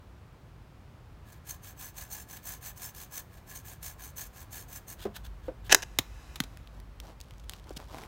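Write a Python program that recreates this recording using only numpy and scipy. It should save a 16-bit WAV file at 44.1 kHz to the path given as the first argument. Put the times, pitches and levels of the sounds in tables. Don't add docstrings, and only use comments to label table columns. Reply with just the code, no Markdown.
import sys
import numpy as np
from scipy import signal
from scipy.fft import rfft, irfft, next_fast_len
from scipy.io import wavfile
from scipy.ndimage import map_coordinates

SR = 44100
rng = np.random.default_rng(int(sys.argv[2]) if len(sys.argv) > 2 else 0)


def file_out(sig):
    cols = np.atleast_2d(sig).T
    lim = np.clip(cols, -1, 1)
    pcm = np.round(lim * 32767).astype(np.int16)
    wavfile.write(sys.argv[1], SR, pcm)


N = 355887


def amp(db):
    return 10 ** (np.asarray(db) / 20)


def unit(x):
    return x / np.sqrt(np.mean(x ** 2) + 1e-20)


def along(points, hz):
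    point_hz, values = np.transpose(points)
    return np.interp(np.log(hz + 1), np.log(np.abs(point_hz)), values)


def wobble(knots_per_s):
    knots = rng.standard_normal(int(N * knots_per_s / SR) + 4)
    coarse = np.linspace(0, N, num=8192)
    curve = map_coordinates(knots, [coarse * knots_per_s / SR])
    return np.interp(np.arange(N), coarse, curve)


def filtered(x, response):
    size = next_fast_len(len(x) + 8192)
    spectrum = rfft(x, size) * response(np.fft.rfftfreq(size, 1 / SR))
    return irfft(spectrum, size)[:len(x)]


def coloured(x, spectrum):
    size = 2048
    level_db = np.maximum(along(spectrum, np.fft.rfftfreq(size, 1 / SR)), -90)
    cepstrum = irfft(np.log(amp(level_db)))
    cepstrum[1:size // 2] *= 2
    cepstrum[size // 2 + 1:] = 0
    pulse = irfft(np.exp(rfft(cepstrum)))
    return signal.fftconvolve(x, pulse / np.linalg.norm(pulse))[:len(x)]


def resonant(x, modes):
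    def response(f):
        return sum(amp(db) * 1j * f * width / (hz * hz - f * f + 1j * f * width)
                   for hz, width, db in modes)
    return filtered(x, response)


def add(track, start_s, sound):
    part = track[round(start_s * SR):][:len(sound)]
    part += sound[:len(part)]


def burst(t, t60_s):
    return np.sign(rng.standard_normal(len(t))) * amp(-60 * t / max(t60_s, .001))


def grains(per_s, spread_db):
    hits = rng.random(N) < per_s / SR
    return unit(hits * rng.standard_normal(N) * amp(spread_db * rng.standard_normal(N)))


def swell(t, start_s, length_s, rise_share):
    top_s = start_s + length_s * np.clip(rise_share, .05, .95)
    half_turns = np.interp(t, [start_s, top_s, start_s + length_s], [0, .5, 1])
    return np.abs(np.sin(np.pi * half_turns))


def thud(t, hz, sag, life_cycles):
    cycles = hz * t
    settling = np.exp(-cycles / (0.11 * life_cycles))
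    phase = np.cumsum(hz * (0.67 + sag * settling)) / SR
    return np.sin(2 * np.pi * phase) * amp(-60 * cycles / life_cycles) * (1 - settling)


def fracture(t, t60_s, slips_db, lag_s):
    push = amp(slips_db) * burst(t, t60_s)
    push[0] += 5
    return filtered(push, lambda f: np.exp(-4j * np.pi * lag_s * np.sqrt(1000 * f)))


# (frequency [Hz], relative level [dB])
AIR_SPECTRUM = [(15, -41), (28, -19.5), (48, -2.5), (107, -6), (216, -18), (301, -21.5), (485, -24.5),
                (849, -26.5), (1150, -27), (1860, -33.5), (2820, -37.5), (7000, -47.5), (10500, -52),
                (16000, -51)]
AIR_DB = -51
HUM_START_S, HUM_RISE_S, HUM_DB, HUM_FADE_DB_PER_S = 4.78, 0.088, -47, 1.6


def background():
    since_hum_s = np.arange(N) / SR - HUM_START_S
    air = unit(filtered(rng.standard_normal(N), lambda hz: amp(along(AIR_SPECTRUM, hz))))
    hum = resonant(rng.standard_normal(N), [(51.4, 19, 0)])
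    hum = unit(resonant(hum, [(51.5, 16, 0)]))
    hum_gain = np.clip(since_hum_s / HUM_RISE_S, 0, 1) * amp(HUM_DB - HUM_FADE_DB_PER_S * since_hum_s)
    return amp(AIR_DB + 0.31 * wobble(0.92)) * air + hum_gain * hum


# (delay [s], relative level [dB])
TRUNK_ECHO = [(0, -8), (.12, -6), (.3, -5.5), (.45, -2), (.62, -2), (.8, -13), (1.3, -34.5)]
# (frequency [Hz], relative level [dB])
TRUNK_SPECTRUM = [(150, -2.5), (600, -3), (1200, 4.5), (1750, -7), (2400, 0), (2850, -7), (4500, -5.5),
                  (6200, -10.5), (9000, -5.5), (15000, -7.5)]


def forest(x, near_db=-23, far_db=-34):
    t = np.arange(3 * SR // 2) / SR
    far_level_db = 3.6 * rng.standard_normal(len(t)) + np.interp(t, *np.transpose(TRUNK_ECHO))
    far = coloured(rng.standard_normal(len(t)) * amp(far_level_db), TRUNK_SPECTRUM)
    near = rng.standard_normal(len(t)) * amp(-60 * t / 0.23) * (t > .003)
    near = coloured(near, [(300, -1), (1000, 7.5), (3000, -2), (15000, -3.0)])
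    echo = amp(near_db) * near / np.linalg.norm(near) + amp(far_db) * far / np.linalg.norm(far)
    return signal.fftconvolve(x, echo)[:N]


# (start [s], length [s], relative packing level [dB], relative crumbling level [dB])
CRUNCH_EVENTS = [(6.444, 0.18, -63, -73), (6.7, 0.124, -59, -68.5), (7.001, 0.15, -52.5, -59.5),
                 (7.481, 0.116, -59, -58), (7.653, 0.083, -50.5, -69), (7.745, 0.12, -53, -62.5),
                 (7.762, 0.018, -62, -41), (7.869, 0.23, -47, -55)]
# (frequency [Hz], relative level [dB])
PACKING_SPECTRUM = [(130, -4), (250, -2), (450, -2.5), (800, -0.5), (1200, -6.5), (2000, -15), (4000, -23),
                    (8000, -30)]
# (frequency [Hz], relative level [dB])
CRUMBLE_SPECTRUM = [(1200, -18.5), (3200, 5), (6000, 1.5), (10000, -7), (15500, -9.5)]
CRUNCH_RISE_SHARE, CRUNCH_POWER = 0.46, 1.1
ROLL_START_S, ROLL_CRUMBLING_REL_DB = 7.2, -70.5


def snow():
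    t = np.arange(N) / SR
    packing = np.zeros(N)
    crumbling = amp(ROLL_CRUMBLING_REL_DB) * (t > ROLL_START_S)
    for start_s, length_s, packing_db, crumbling_db in CRUNCH_EVENTS:
        weight = swell(t, start_s, length_s, CRUNCH_RISE_SHARE) ** CRUNCH_POWER
        packing += amp(packing_db) * weight
        crumbling += amp(crumbling_db) * weight
    packed = unit(coloured(grains(per_s=2700, spread_db=4), PACKING_SPECTRUM))
    crumbled = unit(coloured(grains(per_s=2200, spread_db=1.5), CRUMBLE_SPECTRUM))
    return packing * packed + amp(-3.5) * crumbling * crumbled


CRUMB_REL_DB, CRUMB_SCATTER_DB, CRUMB_HZ = -49.5, 1.5, 3770


def crumbs(count=34):
    times_s = rng.uniform(ROLL_START_S, N / SR, count)
    size, pitch = rng.standard_normal((2, count))
    return list(zip(times_s, CRUMB_REL_DB + CRUMB_SCATTER_DB * size, CRUMB_HZ * np.exp(.35 * pitch)))


# (nominal time [s], relative peak level [dB], centre [Hz])
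TICK_EVENTS = [(6.572, -37.5, 1890), (6.6733, -43, 3510), (6.8005, -39.5, 2000), (7.0007, -30.5, 3540),
               (7.2029, -36, 4500), (7.2121, -33.5, 6500), (7.3084, -41, 2210), (7.4951, -22, 3800),
               (7.512, -42, 3900), (7.5205, -39, 4500), (7.5349, -30, 3040), (7.6932, -38, 5500),
               (7.9835, -35, 1900), (8.036, -35, 1910)]


def ticks():
    out, t = np.zeros(N), np.arange(SR // 20) / SR
    for time_s, db, hz in list(TICK_EVENTS) + crumbs():
        colour = [(hz / 8, -18), (hz * 0.96, 0), (hz * 1.2, -3), (hz * 1.7, -9), (hz * 4.7, -15)]
        snap = fracture(t, 0.0067, slips_db=-0.5, lag_s=0) + amp(-17.5) * burst(t, 0.03)
        tick = coloured(snap, colour)
        add(out, time_s + 0.00072, amp(db + 4.5) * tick / np.abs(tick).max())
    return out


# (nominal time [s], relative crack level [dB], crack t60 [s],
# relative thud level [dB], nominal thud pitch [Hz])
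LANDING_EVENTS = [(5.9876, -11, 0.023, -31.5, 115), (6.3581, -32.5, 0.036, -63, 148.8),
                  (6.403, -17, 0.016, -26.5, 170), (6.4379, -35.5, 0.03, -64, 150),
                  (7.707, -48, 0.015, -32.5, 430), (7.767, -41, 0.0135, -38.5, 167)]
# (frequency [Hz], relative level [dB])
CRUST_SPECTRUM = [(150, -34), (250, 1.5), (450, -8), (900, -8), (1640, -6.5), (2960, -6), (3800, -1.5),
                  (4820, -10.5), (6900, -7.5), (9170, -18), (9830, -13.5), (16000, -15.5)]


def falling_log():
    out, t = np.zeros(N), np.arange(SR // 5) / SR
    for time_s, crack_db, t60_s, thud_db, thud_hz in LANDING_EVENTS:
        crust = fracture(t, t60_s, slips_db=-0.5, lag_s=0.0015) + amp(-23.5) * burst(t, 0.084)
        crack = amp(crack_db - 3.0) * coloured(crust, CRUST_SPECTRUM)
        push = amp(thud_db + 9.5) * thud(t, hz=thud_hz, sag=1.3, life_cycles=7.8)
        add(out, time_s - .0005, crack + push)
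    return out


# (start [s], length [s], first mean relative level [dB],
# last mean relative level [dB], crack t60 [s], first bandwidth [Hz], last bandwidth [Hz])
SPLINTER_RUNS = [(5.6939, .029, -27.5, -16.5, 0.05, 2600, 8540),
                 (5.823, .012, -30.5, -30, 0.014, 10990, 12050)]
SPLINTER_GAP_S, SPLINTER_SCATTER_DB, SPLINTER_RING_DB = .0046, 3.5, -21.5


def splinters():
    rows = []
    for start_s, length_s, first_db, last_db, t60_s, first_hz, last_hz in SPLINTER_RUNS:
        for share in np.linspace(0, 1, round(length_s / SPLINTER_GAP_S) + 1):
            time_s = start_s + share * length_s + rng.normal(0, 0.16) * SPLINTER_GAP_S
            db = first_db + share * (last_db - first_db) + rng.normal(0, SPLINTER_SCATTER_DB)
            bandwidth_hz = first_hz * (last_hz / first_hz) ** share
            rows.append((time_s, db, t60_s, bandwidth_hz, db + SPLINTER_RING_DB))
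    return rows


# (nominal time [s],
# relative crack level [dB], crack t60 [s], crack bandwidth [Hz], relative branch ring level [dB])
BREAK_EVENTS = [(5.0526, -38, .025, 1810, -22.5), (5.4825, -44, 0.032, 1495, -28),
                (5.726, -2, 0.016, 12000, -22.5), (5.7469, 0, 0.015, 19000, -28)]
# (frequency [Hz], mean relative level [dB], t60 [s])
BRANCH_MODES = [(206.3, -18, 0.22), (311.3, -7, 0.06), (398, -8.5, 0.084), (517, -6.5, 0.07),
                (627, -15.5, .08), (684, -18.5, 0.2), (910, -22, 0.042), (1240, -24.5, 0.051),
                (1530, -20.5, 0.067)]
# (frequency [Hz], relative level [dB])
SPLIT_SPECTRUM = [(200, -19), (373, -13.5), (950, -6.5), (1250, -14.5), (1710, 1.5), (2210, -8.5),
                  (2800, -1.5), (3370, -9.5), (3970, -6), (4500, -13), (6100, -3), (8420, -15.5),
                  (13600, -16.5), (16000, -17.5)]


def branch():
    out, t = np.zeros(N), np.arange(SR // 4) / SR
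    knock_spectrum = [(130, -23.0), (380, 0.5), (700, -8.0), (2200, -25.5), (6000, -53.5)]
    for time_s, crack_db, t60_s, top_hz, ring_db in list(BREAK_EVENTS) + splinters():
        crack = coloured(fracture(t, t60_s, slips_db=-3.0, lag_s=0.0013), SPLIT_SPECTRUM)
        crack = filtered(crack, lambda f: 1 / (1 + .7j * f / top_hz) ** 2)
        ring = np.zeros(len(t))
        for hz, level_db, mode_t60_s in BRANCH_MODES:
            decay = amp(level_db + rng.normal(0, 3.9) - 60 * t / mode_t60_s)
            ring += decay * np.sin(2 * np.pi * (hz * t + rng.random()))
        flex = amp(-2.0) * thud(t, hz=438, sag=0.62, life_cycles=28)
        flex += amp(-9.5) * coloured(burst(t, 0.12), knock_spectrum)
        shaking = (amp(-1.0) * ring + flex) * (1 - np.exp(-t / 0.0022))
        add(out, time_s - .0005, amp(crack_db - 0.5) * crack + amp(ring_db) * shaking)
    return out


# (start [s], length [s], relative level [dB])
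STROKE_EVENTS = [(1.23, .185, -56.5), (1.432, .16, -42), (1.603, .155, -45), (1.753, .18, -39),
                 (1.925, .18, -42.5), (2.078, .19, -38), (2.255, .177, -42.5), (2.405, .2, -37.5),
                 (2.595, .16, -41.5), (2.742, .198, -38.5), (2.92, .178, -42), (3.09, .157, -39.5),
                 (3.29, .14, -56), (3.449, .19, -42.5), (3.618, .172, -44.5), (3.8, .16, -38.5),
                 (3.965, .17, -42.5), (4.145, .155, -36.5), (4.312, .172, -45.5), (4.487, .185, -38.5),
                 (4.66, .175, -44), (4.862, .1, -41), (4.965, .13, -52), (5.133, .062, -51.5),
                 (5.228, .062, -51), (5.415, .1, -67), (5.63, .085, -57.5)]
# (time [s], relative level [dB])
SNAG_EVENTS = [(1.321, -46.5), (2.128, -33.5), (2.774, -39), (2.947, -39.5), (3.173, -36.5), (3.495, -36),
               (3.828, -34), (4.207, -35), (4.524, -40), (4.9, -38.5), (4.925, -38), (5.163, -44)]
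# (frequency [Hz], width [Hz], relative level [dB])
BLADE_MODES = [(4280, 140, -9), (5410, 120, -8.5), (6170, 57, 3.5), (6475, 260, -2), (7260, 180, -5),
               (7770, 80, -4.5), (8730, 210, -5), (9084, 90, -4.5), (11100, 110, -16), (11730, 310, -8),
               (13110, 170, -5), (13330, 200, -2), (13850, 280, -9.5), (15100, 60, -8), (15500, 230, -3)]
# (frequency [Hz], width [Hz], relative level [dB])
SINGING_MODES = [(6300, 28, -2.5), (7650, 16, -4), (9280, 28, -11.5), (13400, 23, -6)]
# (frequency [Hz], width [Hz], relative level [dB])
KERF_MODES = [(772, 130, -0.5), (1040, 86, 0), (1690, 80, 6), (2238, 490, -10), (3350, 1630, -12.5)]
# (frequency [Hz], width [Hz], relative level [dB])
STRAND_MODES = [(1650, 400, -2.5), (3326, 900, -1)]
# (frequency [Hz], relative level [dB])
FIBRE_SPECTRUM = [(300, -33), (700, -3), (2000, -3), (3200, -3.5), (5500, -4.5), (6800, 0), (9000, -3.5),
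                  (9900, -5), (13500, 2), (15500, 0), (15900, -17)]
FASTEST_SHARE, FORCE_POWER = .44, 2.5
USUAL_REL_DB, RASP_DB_PER_FORCE_DB = -43.5, 0.45
OPEN_S, OPEN_RASP_DB = 4.963, 7


def saw(tooth_hz=950, chatter_hz=70, chatter_db=2.5, bite_cycles=0.6, roam_db=4.5, grip_db=1.87):
    t = np.arange(N) / SR
    speed, force, rasp = np.zeros((3, N))
    for start_s, length_s, db in STROKE_EVENTS:
        on = slice(int(start_s * SR), int((start_s + length_s) * SR))
        swing = swell(t[on], start_s, length_s, FASTEST_SHARE)
        rasp_db = USUAL_REL_DB + RASP_DB_PER_FORCE_DB * (db - USUAL_REL_DB)
        speed[on] += swing
        force[on] += amp(db) * swing ** FORCE_POWER
        rasp[on] += amp(rasp_db) * swing ** (FORCE_POWER * 0.57)
    force *= amp(grip_db * wobble(45))
    after = t[:SR // 20]
    for time_s, db in SNAG_EVENTS:
        add(force, time_s, amp(db - 60 * after / 0.038) * (1 - np.exp(-after / 0.0016)))
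    judder_cycles = np.cumsum(chatter_hz * (1 + .35 * wobble(40))) / SR
    chatter = amp(chatter_db * np.sin(2 * np.pi * judder_cycles) + 1.7 * wobble(60))
    tooth_cycles = np.cumsum(tooth_hz * speed * (1 + .12 * wobble(150))) / SR
    bites = chatter * np.exp(-(tooth_cycles % 1) / bite_cycles)
    on_steel = unit(bites * grains(per_s=13000, spread_db=0))
    on_wood = unit(bites * grains(per_s=13000, spread_db=0))
    steel = np.zeros(N)
    for group in range(3):
        steel += amp(roam_db * wobble(35)) * resonant(on_steel, BLADE_MODES[group::3])
    steel = unit(steel)
    singing = unit(resonant(force * on_wood, SINGING_MODES)) * np.sqrt(np.mean(force ** 2))
    fibres = unit(coloured(on_wood, FIBRE_SPECTRUM))
    wood = unit(resonant(on_steel, KERF_MODES))
    gaping = t > OPEN_S
    strands = gaping * amp(OPEN_RASP_DB) * unit(resonant(on_wood, STRAND_MODES))
    cutting = force * (amp(-3.5 - 4.5 * gaping) * steel + amp(-5.0) * (fibres + strands))
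    return cutting + amp(-23.0) * singing + amp(-9.5) * rasp * wood


def scene():
    sawing = saw()
    close = branch() + falling_log() + ticks() + snow()
    echo = forest(close + amp(7.5) * sawing)
    return (sawing + close + echo + background())[None]


def record(dry, top_hz=16000):
    held = dry[0] / (1 + dry[0] ** 4) ** (1 / 4)
    return filtered(held, lambda hz: 1 / (1 + (hz / top_hz) ** 160))[None]


dry = scene()
out = record(dry)
file_out(out)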